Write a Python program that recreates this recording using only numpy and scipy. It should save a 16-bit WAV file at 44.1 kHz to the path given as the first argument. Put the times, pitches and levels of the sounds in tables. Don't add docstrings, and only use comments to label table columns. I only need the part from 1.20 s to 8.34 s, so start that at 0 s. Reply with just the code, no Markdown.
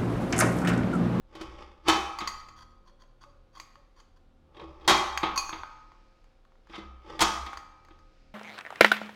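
import sys
import numpy as np
from scipy import signal
from scipy.fft import rfft, irfft, next_fast_len
from scipy.io import wavfile
from scipy.ndimage import uniform_filter1d, minimum_filter1d, map_coordinates

SR = 44100
rng = np.random.default_rng(int(sys.argv[2]) if len(sys.argv) > 2 else 0)


def natural_amplitude(level_db):
    exponent = np.asarray(level_db, float) / 20
    return 10 ** exponent


def transcribe(u):
    v = np.clip(np.atleast_2d(u).T, -1, 1)
    q = np.round(v * 32767).astype(np.int16)
    wavfile.write(sys.argv[1], SR, q)


N = 314874


def unit(x):
    return x / np.sqrt(np.mean(x ** 2) + 1e-20)


def along(points, hz):
    f, v = np.transpose(points)
    return np.interp(np.log(hz + 1), np.log(f + 1), v)


def wobble(rate):
    return map_coordinates(rng.standard_normal(int(N * rate / SR) + 4), [np.arange(N) * rate / SR])


def unsteady(count, length, rate):
    knots = rng.standard_normal((count, int(length * rate / SR) + 2))
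    at = np.arange(length) * rate / SR
    return np.array([np.interp(at, np.arange(len(k)), k) for k in knots])


def filtered(x, response):
    m = next_fast_len(N + SR // 2)
    return irfft(rfft(x, m) * response(np.fft.rfftfreq(m, 1 / SR)), m)[:N]


def resonances(modes, widen):
    f = np.arange(SR // 4 + 1) * 2
    h = np.zeros(len(f), complex)
    for k, (hz, db, t60) in enumerate(modes):
        damping = 1j * f * widen * np.log(1000) / (np.pi * t60)
        h += (-1) ** k * natural_amplitude(db) * damping / (hz * hz - f * f + damping)
    return lambda hz: np.interp(hz, f, h)


def dying(gain, t60, length):
    hz, t, z = signal.stft(rng.standard_normal(length), SR, nperseg=256)
    decay = natural_amplitude(-60 * t / t60(hz)[:, None])
    return signal.istft(z * gain(hz)[:, None] * decay, SR, nperseg=256)[1][:length]


def swell(s, db, rise, fall):
    t = np.arange(N) / SR - s
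    return natural_amplitude(db + np.where(t < 0, rise * t, -fall * t))


def add(track, s, sound):
    part = track[round(s * SR):][:len(sound)]
    part += sound[:len(part)]


# (frequency [Hz], relative level per Hz [dB])
HUSH_TONE = [(20, -24), (34, 5), (49, -12), (80, -17.5), (241, -24.5), (281, -23), (354, -21), (392, -23.5),
             (535, -21.5), (578, -25), (1420, -32.5), (1940, -38.5), (3780, -39), (4770, -45.5),
             (16000, -63.5)]
# (frequency [Hz], level [dB rms, before wavering])
HUM_TONES = [(530, -76.5), (763, -82.5), (1415, -88)]
HUSH_DB = -63
THROB_HZ, THROB_DB = 27, -61.5


def air():
    t = np.arange(N) / SR

    def tone(hz, db, drift):
        level = natural_amplitude(db + 1.5 * wobble(4)) * np.sqrt(2)
        return level * np.sin(2 * np.pi * hz * t + drift * wobble(6))

    hush = unit(filtered(rng.standard_normal(N), lambda f: natural_amplitude(along(HUSH_TONE, f))))
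    hum = sum(tone(hz, db, drift=0.72) for hz, db in HUM_TONES)
    return natural_amplitude(HUSH_DB) * hush + tone(THROB_HZ, THROB_DB, drift=0.7) + hum


# (multiple of the base, level [dB rms])
DRONE_HARMONICS = [(1, -73.5), (2, -69), (3, -75.5), (4, -82), (5, -80.5), (6, -77.5), (7, -82), (8, -80.5),
                   (9, -81.5)]
DRONE_HZ, DRONE_WIDTH_HZ = 38.92, 3


def drone():
    def comb(f):
        return sum(natural_amplitude(db) * np.exp(-((f - DRONE_HZ * k) / DRONE_WIDTH_HZ) ** 2) for k, db in DRONE_HARMONICS)

    total = np.linalg.norm(natural_amplitude(np.transpose(DRONE_HARMONICS)[1]))
    return total * unit(natural_amplitude(3 * wobble(2.5)) * filtered(rng.standard_normal(N), comb))


# (time [s], peak level [dB])
FLOOR_BUMPS = [(0.35, -53), (1.15, -50), (3.72, -49.5), (4.25, -46), (6.03, -49)]
BUMP_HZ, BUMP_DB_PER_S = 13, 70.5


def bumps():
    heave = np.sin(2 * np.pi * BUMP_HZ * np.arange(N) / SR + wobble(5.5))
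    return heave * sum(swell(s, db, BUMP_DB_PER_S, BUMP_DB_PER_S) for s, db in FLOOR_BUMPS)


# (frequency [Hz], t60 [s])
ROOM_T60 = [(150, 0.4), (1000, 0.89), (5000, 0.62), (12000, 0.53)]


def shop(x):
    out, step = np.zeros(N), SR // 4
    for start in range(0, N, step):
        tail = dying(lambda f: 1 + 0 * f, lambda f: along(ROOM_T60, f), 3 * SR // 4)
        add(out, start / SR + 0.012, signal.fftconvolve(x[start:start + step], tail / np.linalg.norm(tail)))
    return out


# (peak time [s], level [dB], rise [dB/s], fall [dB/s])
HISS_SWELLS = [(2.5, -79, 41, 18), (4.5, -66.5, 88.5, 21), (6.7, -72, 19.5, 6.5)]
# (frequency [Hz], relative level per Hz [dB])
HISS_COLOUR = [(880, -33), (1500, -4), (2020, -7.5), (2250, -4), (3370, -12), (4980, -9), (9000, -32),
               (11700, -65.5), (19800, -120)]


def hiss():
    noise = filtered(rng.standard_normal(N), lambda f: natural_amplitude(along(HISS_COLOUR, f)))
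    return sum(swell(*row) for row in HISS_SWELLS) * natural_amplitude(1.2 * wobble(7.4)) * unit(noise)


# (peak time [s], level [dB], rise [dB/s], fall [dB/s], frequency [Hz])
TABLE_SWINGS = [(0.29, -47.5, 170, 107, 59), (0.45, -52.5, 200, 107, 61), (0.69, -46, 302.5, 38, 62),
                (0.9, -49.5, 98.5, 284, 65), (1.17, -51.5, 118.5, 280, 60), (3.48, -53, 140, 31, 62),
                (3.72, -45.5, 108.5, 35, 63), (4.2, -51.5, 25, 88, 65), (4.41, -54, 171.5, 278, 68),
                (5.71, -47.5, 102, 59, 62), (6.04, -42, 212, 110, 62), (6.24, -40, 150.5, 300, 65.5),
                (6.38, -51.5, 253, 380, 60.5)]


def table():
    t, swings = np.arange(N) / SR, np.zeros(N)
    for *shape, hz in TABLE_SWINGS:
        swings += swell(*shape) * np.sin(2 * np.pi * hz * t + 1.2 * wobble(7))
    return natural_amplitude(1.4 * wobble(21)) * np.sqrt(2) * swings


# (time [s], level [dB])
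SOFT_TOCKS = [(1.71, -61), (1.82, -63), (2.06, -54), (2.57, -57.5)]
TOCK_HZ, TOCK_T60_S, TOCK_RISE_S = 565, 0.25, 0.0039


def tocks():
    t, out = np.arange(SR // 4) / SR, np.zeros(N)
    ring = natural_amplitude(-60 * t / TOCK_T60_S) * (1 - np.exp(-t / TOCK_RISE_S)) * np.sin(2 * np.pi * TOCK_HZ * t)
    for s, db in SOFT_TOCKS:
        add(out, s, natural_amplitude(db) * ring)
    return out


DISC_MODE_HZ = [1040, 1650, 1990, 2492, 3300, 4350, 4690, 5760, 6440, 7200, 7671, 8979, 10070, 10680, 11680,
                13520, 14390]
# (level gripped [dB], level held loosely [dB], t60 when free [s])
DISC_MODES = [(4.5, -2.5, 0.16), (-7, -34, 0.044), (-6.5, -35.5, 0.3), (-14.5, -10, 0.5), (-5, -24.5, 0.12),
              (-5, -3, 0.21), (-0.5, -5.5, 0.23), (-10, -8.5, 0.13), (-6, -3.5, 0.36), (-14, -16.5, .33),
              (-24, -35.5, 0.263), (-21.5, -25, .2), (-23.5, -25, .3), (-26, -18, 0.18),
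              (-32.5, -19.5, 0.0867), (-29.5, -23, 0.18), (-28.5, -24, 0.11)]


def gripped_disc():
    return resonances([(hz, row[0], row[2]) for hz, row in zip(DISC_MODE_HZ, DISC_MODES)], widen=9)


def knocked_frame(x):
    modes = [(hz, row[3], row[4]) for hz, row in zip(FRAME_MODE_HZ, FRAME_MODES)]
    return natural_amplitude(11.5) * filtered(x, resonances(modes, widen=2.2))


# (start [s], level [dB], frame level [dB], length [s])
DISC_SLIDES = [(1.189, -48, 4, 0.029), (1.351, -47.5, -3, 0.081), (1.399, -49.5, -5, 0.047),
               (1.5, -60, 6.5, 0.033), (1.647, -55.5, -2.5, 0.07), (1.788, -54.5, -10, 0.057),
               (2.0025, -49.5, -0.5, 0.051), (2.081, -66, 5.5, 0.045), (2.324, -50.5, 4.5, 0.089),
               (2.752, -53, 5, 0.065), (2.955, -60.5, 1.5, 0.032)]


def slides():
    t, (rub, drag) = np.arange(SR // 3) / SR, np.zeros((2, N))
    for s, db, frame_db, length in DISC_SLIDES:
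        stroke = np.sin(np.pi * np.clip(t / length, 0, 1)) ** 1.4
        add(rub, s, natural_amplitude(db - 6.5) * stroke)
        add(drag, s, natural_amplitude(db + frame_db - 3.5) * stroke)
    grit = rng.standard_normal((2, N)) * natural_amplitude(3.6 * wobble(250))
    return rub * unit(filtered(grit[0], gripped_disc())) + knocked_frame(drag * grit[1])


# (time [s], level [dB], bass [dB], share of free ring time left by the glove, tick level [dB])
DISC_TAPS = [(0.987, -30.5, -2.5, 0.36, 1), (1.0744, -22, -3, 0.27, -5), (1.286, -44.5, 1, 0.22, 3.5),
             (1.837, -62, 1.5, 0.14, 6), (2.0381, -46, 1.5, 0.11, -2.5), (2.371, -51.5, 7.5, 0.28, -8.5),
             (2.3776, -38.5, -3.5, 0.077, -16), (2.3989, -26.5, -5.5, 0.094, -4.5),
             (2.5555, -49.5, 1.5, 0.092, 0), (2.801, -47, -0.5, 0.18, -4),
             (3.9753, -23.5, -11.5, 0.21, 9.5), (4.1594, -32.5, 8, 0.36, -12),
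             (4.1761, -17.5, -5, 0.32, -4), (4.2934, -32.5, 1.5, 0.22, -3),
             (4.434, -48.5, 7.5, 0.066, 14.5), (4.7186, -59.5, 8.5, 0.14, 5), (5.0426, -60, 1, 0.12, 1),
             (5.2508, -64, 2, 0.08, 5.5), (5.3205, -66, 1.5, 0.08, 5.5), (5.3546, -68, 5.5, 0.08, 4),
             (5.4714, -57.5, 2.5, 0.087, 5), (5.5164, -57, -3.5, 0.08, 4.5), (6.264, -29, -8, 0.044, -0.5),
             (6.3317, -45.5, 6, 0.13, 10), (6.3722, -30.5, 1.5, 0.11, -1), (6.6495, -56.5, -2, 0.17, 6.5),
             (6.6856, -57, 9, 0.14, -0.5), (6.7894, -55, 0, 0.13, 1.5)]
# (from [s], to [s])
LOOSE_SPAN = (4.1, 4.32)
TAP_TREBLE_DB, TREBLE_PER_FREE_DB, TREBLE_PER_TICK = -33, 21, -0.3
RATTLE_DB, RATTLE_T60_S, RATTLE_TOP_DB = -29.5, 0.14, -8.5


def taps():
    hz, (gripped_db, loose_db, t60) = np.array(DISC_MODE_HZ), np.transpose(DISC_MODES)
    t, (out, knocks) = np.arange(SR // 3) / SR, np.zeros((2, N))
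    gripped = gripped_disc()
    shiver = np.exp(1.3j * unsteady(count=len(hz), length=len(t), rate=84))
    for s, db, bass_db, free, tick_db in DISC_TAPS:
        treble_db = TAP_TREBLE_DB + TREBLE_PER_FREE_DB * free + TREBLE_PER_TICK * tick_db

        def tilt(f):
            return along([(1300, bass_db + 4), (2200, 0.0033), (7000, 0.0066), (9000, treble_db + 21)], f)

        def tick_colour(f):
            slope = along([(1300, bass_db + 4.5), (2500, 0.004), (9000, treble_db + 5.5)], f)
            return natural_amplitude(slope) * (f > 600) * (0.6 + 0.91 * abs(gripped(f)))

        def rattle_colour(f):
            return natural_amplitude(tilt(f) + along([(1200, -29), (2000, -0.5), (6000, 2.5), (15000, RATTLE_TOP_DB)], f))

        if LOOSE_SPAN[0] < s < LOOSE_SPAN[1]:
            mode_db, free, blur = loose_db, 1.5 * free, shiver ** 1.7
        else:
            mode_db, blur = gripped_db, shiver ** 3
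        level = natural_amplitude(mode_db + tilt(hz) + rng.normal(0, 1.5, len(hz))) * rng.choice([-1, 1], len(hz))
        modes = np.exp(np.outer(2j * np.pi * hz - np.log(1000) / (free * t60), t))
        ring = level @ (modes * blur).imag
        add(out, s, natural_amplitude(db) * np.sqrt(free) * ring * (1 - np.exp(-t / 0.00059)))
        tick = dying(tick_colour, lambda f: 0.02 + 0 * f, SR // 20)
        add(out, s, natural_amplitude(db + tick_db + 4) * tick)
        rattle = unit(dying(rattle_colour, lambda f: RATTLE_T60_S + 0 * f, SR // 4))
        add(out, s, natural_amplitude(db + RATTLE_DB) * np.sqrt(free) * rattle)
        add(knocks, s, natural_amplitude(db + bass_db + 7) * tick)
    return out + knocked_frame(knocks)


# (peak time [s], grind level [dB], rise [dB/s], fall [dB/s], groan over grind [dB])
STRAIN_SURGES = [(0.157, -58, 270, 61.5, 5), (0.217, -49.5, 528, 209, 3.5), (0.41, -54.5, 116, 116, 5.5),
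                 (0.675, -36, 852, 35.5, -1), (3.349, -71.5, 1404, 43, 5), (3.418, -61.5, 181, 100.5, 15.5),
                 (3.67, -55, 231.5, 32.5, 7.5), (5.562, -45, 296.5, 605.5, -11.5),
                 (5.58, -63.5, 301.5, 118, 0.5), (5.9, -52, 233, 8, 6)]
SNAP_TIMES = [0.678, 3.677, 5.992]
# (frequency [Hz], relative level per Hz [dB])
GRIND_TONE = [(710, -24), (1200, -2), (1410, -12.5), (1950, -11), (3600, -14), (4050, -25), (4840, -14.5),
              (6580, -27.5), (15000, -56)]
GROAN_TONE = [(59, -43), (100, -8), (274, -15.5), (327, -2.5), (570, -6), (647, -25.5), (855, 0.5),
              (949, -13.5), (1210, -7), (1600, -36), (2080, -60), (3520, -120)]


def strain():
    t, (grind, groan) = np.arange(N) / SR, np.zeros((2, N))
    for s, db, rise, fall, groan_db in STRAIN_SURGES:
        snap = min(snap for snap in SNAP_TIMES if snap > s - 0.1)
        surge = swell(s, db, rise, fall) * (t < snap)
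        grind += surge
        groan += natural_amplitude(groan_db) * surge
    body = resonances([(hz, 0, row[-1]) for hz, row in zip(FRAME_MODE_HZ, FRAME_MODES)], widen=0.74)
    slips = rng.standard_normal((2, N)) * natural_amplitude(3 * wobble(200))

    def through_frame(x, tone):
        return unit(filtered(x, lambda f: natural_amplitude(along(tone, f)) * (0.29 + body(f))))

    return grind * through_frame(slips[0], GRIND_TONE) + groan * through_frame(slips[1], GROAN_TONE)


# (time [s], level [dB], bass [dB], treble [dB], lasting ring [dB])
SHEAR_BLOWS = [(0.151, -38.5, -3, -11.5, -7), (0.21, -33.5, 2, -10.5, -7.5), (0.678, -20, -17, -16, -3),
               (0.683, -9, -8.5, -8, -1.5), (0.694, -17, -17.5, -12.5, 2), (1.004, -27.5, -19.5, -18.5, 4),
               (1.018, -37.5, 4.5, -21.5, -6.5), (3.345, -52, -13.5, -27.5, -6),
               (3.366, -44.5, -3.5, -23.5, -4), (3.395, -39.5, -4, -29, -8.5), (3.42, -45.5, 8.5, -38, -9),
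               (3.609, -50.5, 1, -22, -5.5), (3.646, -46, -8.5, -25, -1.5), (3.677, -8, -17, -7.5, -4),
               (3.694, -8, -11, -8.5, 0.5), (3.701, -5.5, -19, -15, -12.5), (4.03, -17.5, -11, -27.5, 2),
               (4.326, -28.5, -13, -38, -0.5), (5.496, -45.5, 3, -23.5, -6.5),
               (5.532, -36, -12.5, -34.5, -2), (5.544, -38.5, -13.5, -30, 4.5), (5.579, -44.5, 2.5, -14, 6),
               (5.992, -22, -15.5, -15, -3), (6.005, -14.5, -22.5, -5.5, -3.5), (6.012, -9, -11, -4, -1.5),
               (6.265, -33.5, -13, -27.5, -0.5), (6.334, -41, -12.5, -16, -15.5),
               (6.705, -50, -4.5, -40.5, -1)]
# (from time [s], place)
STRUCK_PLACE = [(0, 0), (.95, 3), (2, 1), (3.95, 3), (5.2, 2), (6.2, 3)]
FRAME_MODE_HZ = [140, 205, 325, 378, 598, 802, 872, 1046, 1100, 1140, 1197, 1254, 1290, 1337, 1545, 1715,
                 1915, 2060, 2184, 2340, 2525, 2620, 3052, 3233, 3268, 3302, 3519, 3773, 4445, 5610]
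# (level struck at place 0 [dB], at 1 [dB], at 2 [dB], at 3 [dB], t60 [s])
FRAME_MODES = [(-24, -12.5, -20.5, -25, 0.35), (-21.5, -22, -10.5, -15.5, 0.53),
               (1.5, -2.5, -2.5, -2, 0.23), (-15, -4, -18, -11, .35), (-10.5, -5, -21, -27, 0.11),
               (-10, -8.5, -14.5, -13, 1.1), (-7.5, -11.5, -17, -9, 0.89), (-10, -11.5, -13, -15.5, 0.8),
               (-3.5, -2, -8, -10, 0.56), (-2, -8.5, -19, -11, 0.99), (-18.5, -16, -7.5, -9, 0.57),
               (-13, -16, -9.5, -1.5, 1.13), (-1, -17.5, -13, -16, 0.33), (-14.5, -21.5, -20, -20.5, 1.2),
               (-18.5, -19, -17, -18.5, 0.5), (-16.5, -25.5, -20, -24, 0.42),
               (-23, -11.5, -29.5, -24.5, .5), (-23, -10, -11.5, -15, 0.47), (-15, -21, -18.5, -12, 0.24),
               (-21.5, -21, -24.5, -25.5, 1.3), (-10, -14, -23.5, -18, 0.36),
               (-16.5, -18.5, -13, -18, 0.38), (-0.5, -19.5, -10.5, -23, 0.36),
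               (-20, -4.5, -20, -18.5, 0.3), (-30, -6, -23.5, -22.5, 0.46), (-29, -28, -19, -24, 0.37),
               (-6, -20.5, -10, -24.5, 0.15), (-17, -6, -13, -15, 0.28), (-18, -12, -13, -24, 0.19),
               (-16, -28.5, -20, -29.5, 0.17)]
# (frequency [Hz], relative level per Hz [dB])
CLATTER_TONE = [(24, -43.5), (40, -17), (256, -8), (345, -15.5), (663, -15.5), (852, 0), (942, -20),
                (1090, -3), (1410, -13.5), (2100, -12.5), (2840, -18), (3300, -12), (16000, -49)]
# (frequency [Hz], t60 [s])
CLATTER_DECAY = [(100, 0.46), (1000, 0.55), (4000, 0.32), (6000, 0.51), (8500, 0.044), (15000, 0.055)]
SNAP_RISE_MS, CLANK_RISE_MS = 0.6, 1.9


def shear():
    hz, (*place_db, t60) = np.array(FRAME_MODE_HZ), np.transpose(FRAME_MODES)
    since, place = np.transpose(STRUCK_PLACE)
    t, (rings, noise) = np.arange(5 * SR // 4) / SR, np.zeros((2, N))
    modes = np.exp(np.outer(2j * np.pi * hz - np.log(1000) / t60, t))
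    modes *= np.exp(1j * (hz / 8000)[:, None] * unsteady(count=len(hz), length=len(t), rate=45))
    modes *= 1 + 0.7 * np.exp(-t / 0.016)
    signs = (-1) ** np.arange(len(hz))
    for s, db, bass_db, treble_db, ring_db in SHEAR_BLOWS:
        def tilt(f):
            return along([(150, bass_db + 6.5), (350, bass_db + 13), (900, -0.3), (2200, 0.48),
                          (3600, 0.84), (7000, treble_db + 17)], f)

        def colour(f):
            return natural_amplitude(along(CLATTER_TONE, f) + tilt(f))

        at_snap = min(abs(s - snap) for snap in SNAP_TIMES) < 0.008
        rise = 1 - np.exp(-1000 * t / (SNAP_RISE_MS if at_snap else CLANK_RISE_MS))
        struck_db = place_db[int(place[since <= s][-1])]
        level = natural_amplitude(struck_db + tilt(hz) + rng.normal(0, 0.41, len(hz)))
        ring = ((level * signs) @ modes).imag
        clatter = natural_amplitude(14.5) * dying(colour, lambda f: along(CLATTER_DECAY, f), SR // 2)
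        crack = dying(colour, lambda f: 0.072 + 0 * f, SR // 8)
        add(rings, s, natural_amplitude(db + ring_db - 12.5) * ring * rise)
        add(noise, s, natural_amplitude(db + ring_db - 10.5) * clatter * rise[:SR // 2])
        add(noise, s, natural_amplitude(db + 15) * crack * rise[:SR // 8])
    return rings + noise * natural_amplitude(1.1 * wobble(150))


def scene():
    machine = shear() + strain()
    plate = taps() + slides() + tocks()
    room = shop(natural_amplitude(-11) * machine + natural_amplitude(-8.5) * plate)
    background = air() + drone() + bumps() + hiss() + table()
    return (machine + plate + room + background)[None]


def top_cut(x):
    return signal.sosfilt(signal.butter(12, 16730, fs=SR, output="sos"), x)


def record(dry):
    x = filtered(dry[0], lambda f: f < 16000)
    needed = np.minimum(1, natural_amplitude(-8.2) / (abs(x) + 1e-9))
    gain = uniform_filter1d(minimum_filter1d(needed, size=176), size=88)
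    mix = (x * gain)[None]
    return top_cut(mix)


dry = scene()
out = record(dry)
transcribe(out)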